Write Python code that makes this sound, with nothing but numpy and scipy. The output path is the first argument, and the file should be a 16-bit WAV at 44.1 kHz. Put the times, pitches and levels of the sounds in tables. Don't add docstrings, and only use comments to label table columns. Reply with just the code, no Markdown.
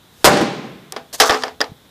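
import sys
import numpy as np
from scipy import signal
from scipy.fft import rfft, irfft
from scipy.io import wavfile

SR = 44100
rng = np.random.default_rng(int(sys.argv[2]) if len(sys.argv) > 2 else 0)


def to_wav(sig):
    pcm = np.clip(np.atleast_2d(sig), -1, 1) * 32767
    pcm = np.round(pcm).astype(np.int16)
    wavfile.write(sys.argv[1], SR, pcm.T)


N = 83790
IMPACT_S = .2437

# start_s, crack_db, tilt_db_per_octave, crack_t60_s, ring_db
CASE_BLOWS = [(.2437, 17, -2, 0.017, -13.5), (.2492, 9.5, 0.5, 0.064, -7.5), (.272, 6.5, -3.5, .06, -27.5),
              (.289, -20.5, 2, 0.056, -34), (.371, -9.5, -4, .05, -24.5), (.411, -14.5, -3.5, 0.11, -31)]
# frequency_hz, level_db
CASE_CRACK_SPECTRUM = [(40, -21), (90, -8.5), (160, -5), (400, 0), (1000, 1), (2200, -8.5), (5000, -6),
                       (9000, -13.5), (15000, -21)]
CASE_RING_SPECTRUM = [(40, -15), (150, -20), (350, -1), (900, 0.5), (1500, 3.5), (2500, -6), (4500, -14.5),
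                      (8000, -12), (15000, -33)]
# frequency_hz, t60_s
CASE_DECAY = [(60, 0.26), (300, 0.63), (1000, 0.4), (4000, 0.28), (14000, 0.2)]
# pitch_hz, level_db, t60_s
STEEL_MODES = [(290.2, -2, 1), (335, -16, .5), (478, -5.5, 0.73), (592, 11, 0.5), (614, -25, .6),
               (796.3, 7.5, 0.62), (873, 5.5, 0.65), (1039, -2, 0.96), (1100, 3, .3), (1155, -2, 0.27),
               (1417, -8, 1), (1540, -27, .45), (1830, -42, .66), (2230, -23, 0.59)]

# start_s, crack_db, tilt_db_per_octave, crack_t60_s, ring_db, rim_db
DOOR_BLOWS = [(.639, -43, -2, 0.06, -39.5, -52), (.9227, -16, 12, 0.012, -35.5, -54),
              (0.9634, -21, -1.5, 0.048, -30.5, -29), (1.2004, 3.5, 3, 0.075, -7.5, -2.5),
              (1.218, -8, 3.5, 0.088, -17.5, -26), (1.23, -14, 2.5, .05, -31, -41),
              (1.258, -22, 11, 0.2, -25, -25), (1.2949, -5, -1, 0.048, -13.5, -27),
              (1.3072, -12.5, 0, 0.052, -18, -15), (1.323, -12.5, -1.5, 0.012, -18, -28),
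              (1.334, -23, -2, 0.076, -26, -21), (1.345, -14.5, -3, 0.034, -22, -20),
              (1.422, -24, 1, 0.038, -40, -38), (1.4358, -12, 0, 0.019, -23, -14.5),
              (1.469, -26, -4, 0.025, -37, -39), (1.481, -20, -3.5, 0.014, -36, -30),
              (1.6051, -13, -1, 0.048, -32.5, -15.5), (1.6135, -8, 0.5, .018, -25, -7.5),
              (1.641, -23, -1.5, 0.028, -48, -25.5)]
# frequency_hz, level_db
DOOR_CRACK_SPECTRUM = [(50, -31), (120, -25.5), (230, -8.5), (450, 0), (780, -0.5), (1300, 0), (1800, 0),
                       (2500, -7.5), (3300, -3), (4000, -6.5), (5200, -5.5), (7200, -17), (15000, -35)]
DOOR_RING_SPECTRUM = [(50, -48), (160, -27), (260, -8), (450, -4.5), (720, 3), (1250, -2.5), (1800, -6),
                      (2500, -11.5), (5000, -18), (9000, -34.5), (15000, -36)]
# frequency_hz, t60_s
DOOR_DECAY = [(100, 0.29), (400, .26), (1000, 0.17), (4000, 0.25), (14000, 0.27)]
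# pitch_hz, level_db, t60_s
DOOR_MODES = [(256.1, -12, 0.78), (435.5, 5, 0.28), (496, 7, 0.22), (566, -17, .25), (670.6, 7, 0.24),
              (667, -7, 0.35), (767, 10, 0.19), (818, 5, 0.24), (1058, -3, .15), (1140, -15, 0.097),
              (1177, 2, 0.21), (1278, -2.5, 0.23), (1456, -1.5, 0.18), (1797, 1, 0.12)]
RIM_MODES = [(296.5, -19, 0.098), (779, -5, 0.038), (1755, -0.5, 0.04), (1865, -7, 0.037),
             (3250, -10.5, 0.022), (4763, -0.5, 0.021), (5047, 0.5, 0.019), (5616, -4.5, 0.015)]

# start_s, level_db, pitch_hz, t60_s
THUMPS = [(0.2456, 11, 338, 0.026), (.246, -12, 45.6, 0.11), (0.263, -10, 151, 0.082),
          (.411, -9, 340, 0.078), (.425, -6.5, 240, .05), (0.9234, -33.5, 390, 0.1),
          (.966, -37.5, 242, 0.33), (1.202, -19, 60.3, 0.052), (1.296, -14.5, 71, 0.036),
          (1.694, -28, 110, 0.036), (1.7175, -19, 146, 0.03)]
# frequency_hz, level_db
CLICK_SPECTRUM = [(200, -33), (700, -13), (1200, 14), (2400, -14), (3500, -3), (5500, -3.5), (8000, -10.5),
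                  (15000, -38)]
SCRAPE_SPECTRUM = [(100, -20), (600, -3.5), (1500, -10), (2300, -13.5), (4100, -5.5), (6500, -6.5),
                   (9000, -10.5), (14500, -15.5)]
# time_s, level_db
SCRAPE_ENVELOPE = [(1.124, -79), (1.129, -31), (1.146, -25.5), (1.155, -30), (1.162, -35.5), (1.174, -46),
                   (1.186, -38.5), (1.2, -34), (1.21, -66)]
# frequency_hz, level_db
RUSH_SPECTRUM = [(25, -5.5), (70, 4), (200, -12), (500, -11), (1500, -16.5), (5000, -14), (14000, -20)]
# frequency_hz, level_db
ECHO_SPECTRUM = [(40, -58), (85, -30.5), (130, -1), (230, 0), (450, -0.5), (900, -7.5), (1600, -12),
                 (2600, -15), (4200, -14), (7000, -22), (14000, -36)]
# frequency_hz, t60_s
ECHO_DECAY = [(60, 1.27), (170, 1.32), (350, 1.03), (900, 0.82), (2500, 1.1), (4500, 0.78), (8000, 0.64),
              (14000, 0.33)]
# frequency_hz, level_db
AIR_SPECTRUM = [(20, -37), (60, -1), (110, -1.5), (200, -1.5), (300, -5.5), (700, -10.5), (1500, -13),
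                (2800, -19), (5000, -21), (9000, -24.5), (14500, -23.5)]


def steel_case():
    out = np.zeros(N)
    for start_s, crack_db, tilt_db, t60_s, ring_db in CASE_BLOWS:
        ring = dense_ring(CASE_RING_SPECTRUM, CASE_DECAY, size=32768, rise_s=0.0021)
        ring += amp(-4) * struck_modes(STEEL_MODES, size=32768)
        add(out, start_s, amp(crack_db) * crack(CASE_CRACK_SPECTRUM, tilt_db, t60_s, size=8192))
        add(out, start_s, amp(ring_db) * ring)
    return out


def loose_door():
    out = np.zeros(N)
    for start_s, crack_db, tilt_db, t60_s, ring_db, rim_db in DOOR_BLOWS:
        ring = dense_ring(DOOR_RING_SPECTRUM, DOOR_DECAY, size=16384, rise_s=0.0045)
        ring += amp(-0.5) * struck_modes(DOOR_MODES, size=16384)
        add(out, start_s, amp(crack_db) * crack(DOOR_CRACK_SPECTRUM, tilt_db, t60_s, size=8192))
        add(out, start_s, amp(rim_db) * struck_modes(RIM_MODES, size=8192))
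        add(out, start_s, amp(ring_db) * ring)
    return out


def thumps():
    out = np.zeros(N)
    t = np.arange(SR // 2) / SR
    for start_s, level_db, pitch_hz, t60_s in THUMPS:
        swing = -np.sin(2 * np.pi * pitch_hz * t) * fade(t, t60_s)
        attack = np.minimum(2 * t * pitch_hz, 1)
        add(out, start_s, amp(level_db) * swing * attack)
    return out


def rattle():
    start_s, end_s = 1.235, 1.49
    parts, clicks_per_s = 8, 650
    size = round((end_s - start_s) * SR)
    out, clicks = np.zeros(N), np.zeros(size)
    for _ in range(parts):
        hits = rng.random(N)[:size] < clicks_per_s / parts / SR
        hit_db = -0.5 * np.minimum(rng.exponential(1, N), 4)[:size]
        click = crack(CLICK_SPECTRUM, tilt_db=0, t60_s=0.0062, size=1024)
        clicks += signal.fftconvolve(hits * amp(hit_db), click)[:size]
    add(out, start_s, amp(-15.5) * unit_rms(clicks) * fade(np.arange(size) / SR, t60_s=0.53))
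    return out


def scrape():
    t = np.arange(N) / SR
    level_db = np.interp(t, *np.transpose(SCRAPE_ENVELOPE), left=-120, right=-120)
    return noise(SCRAPE_SPECTRUM, N) * amp(level_db)


def ball_rush():
    arrival_db, rise_db_per_s = -44.5, 114
    t = np.arange(N) / SR
    level_db = arrival_db - rise_db_per_s * abs(IMPACT_S - t)
    return noise(RUSH_SPECTRUM, N) * amp(level_db) * (t < IMPACT_S)


def tree_echo():
    round_trip_s = .035
    out = np.zeros(N)
    echo = dense_ring(ECHO_SPECTRUM, ECHO_DECAY, size=65536, rise_s=0.053)
    add(out, IMPACT_S + round_trip_s, amp(-11.5) * echo)
    return out


def outdoor_air():
    chirr_hz, width_hz = 3580, 440
    hz = np.fft.rfftfreq(N, 1 / SR)
    band = np.exp(-.5 * ((hz - chirr_hz) / width_hz) ** 2)
    chirr = irfft(rfft(rng.standard_normal(N)) * band, N)
    return amp(-51) * noise(AIR_SPECTRUM, N) + amp(-58.5) * unit_rms(chirr)


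def crack(spectrum, tilt_db, t60_s, size):
    burst = rng.standard_normal(size) * fade(np.arange(size) / SR, t60_s)
    return colour(burst, spectrum, tilt_db)


def struck_modes(modes, size):
    t = np.arange(size) / SR
    hz, level_db, t60_s = np.transpose(modes)[:, :, None]
    phase, boost = rng.random((len(hz), 2)).T[:, :, None]
    weight = amp(level_db) / np.linalg.norm(amp(level_db)) * (1 + boost)
    attack = np.minimum(t * hz / 2, 1)
    return (weight * np.sin(2 * np.pi * (hz * t + phase)) * fade(t, t60_s) * attack).sum(0)


def dense_ring(spectrum, decay, size, rise_s):
    t, hz = np.arange(size) / SR, np.fft.rfftfreq(size, 1 / SR)
    centres_hz = np.geomspace(60, 14000, 10)
    noise_bins = rfft(noise(spectrum, size))
    ring = np.zeros(size)
    for centre_hz, selector in zip(centres_hz, np.eye(len(centres_hz))):
        band = value_at(np.c_[centres_hz, selector], hz)
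        ring += irfft(noise_bins * band, size) * fade(t, value_at(decay, centre_hz))
    return np.minimum(t / rise_s, 1) * ring


def colour(x, spectrum, tilt_db):
    size = 2048
    hz = abs(np.fft.fftfreq(size, 1 / SR))
    log_gain = np.log(amp(value_at(spectrum, hz) + tilt_db * np.log2(np.maximum(hz, 300))))
    response = np.exp(np.conj(signal.hilbert(log_gain)))
    taps = np.fft.ifft(response).real[:size // 2]
    return signal.fftconvolve(x, taps / np.linalg.norm(taps))[:len(x)]


def noise(spectrum, size):
    hz = np.fft.rfftfreq(size, 1 / SR)
    phasors = np.exp(2j * np.pi * rng.random(len(hz)))
    return unit_rms(irfft(amp(value_at(spectrum, hz)) * phasors, size))


def fade(t, t60_s):
    return np.exp(-np.log(1000) * t / np.maximum(t60_s, 1e-3))


def value_at(table, hz):
    table_hz, values = np.transpose(table)
    return np.interp(np.log(hz + 1), np.log(table_hz + 1), values)


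def amp(db):
    return 10 ** (np.asarray(db) / 20)


def unit_rms(x):
    return x / np.sqrt(np.mean(x ** 2) + 1e-20)


def add(mix, start_s, sound):
    part = mix[round(start_s * SR):][:len(sound)]
    part += sound[:len(part)]


def scene():
    mid = ball_rush() + steel_case() + tree_echo()
    mid = mid + loose_door() + scrape() + rattle() + thumps() + outdoor_air()
    scatter = rng.standard_normal(size=128)
    side = amp(-50) * signal.fftconvolve(mid, scatter / np.linalg.norm(scatter))[:N]
    return np.array([mid + side, mid - side])


def record(dry):
    ceiling, knee, cutoff_hz = 0.68, 4, 15000
    clipped = dry / (1 + abs(dry / ceiling) ** knee) ** (1 / knee)
    low_pass = signal.firwin(161, cutoff_hz, window=("kaiser", 8), fs=SR)
    return signal.oaconvolve(clipped, low_pass[None], "same")


dry = scene()
out = record(dry)
to_wav(out)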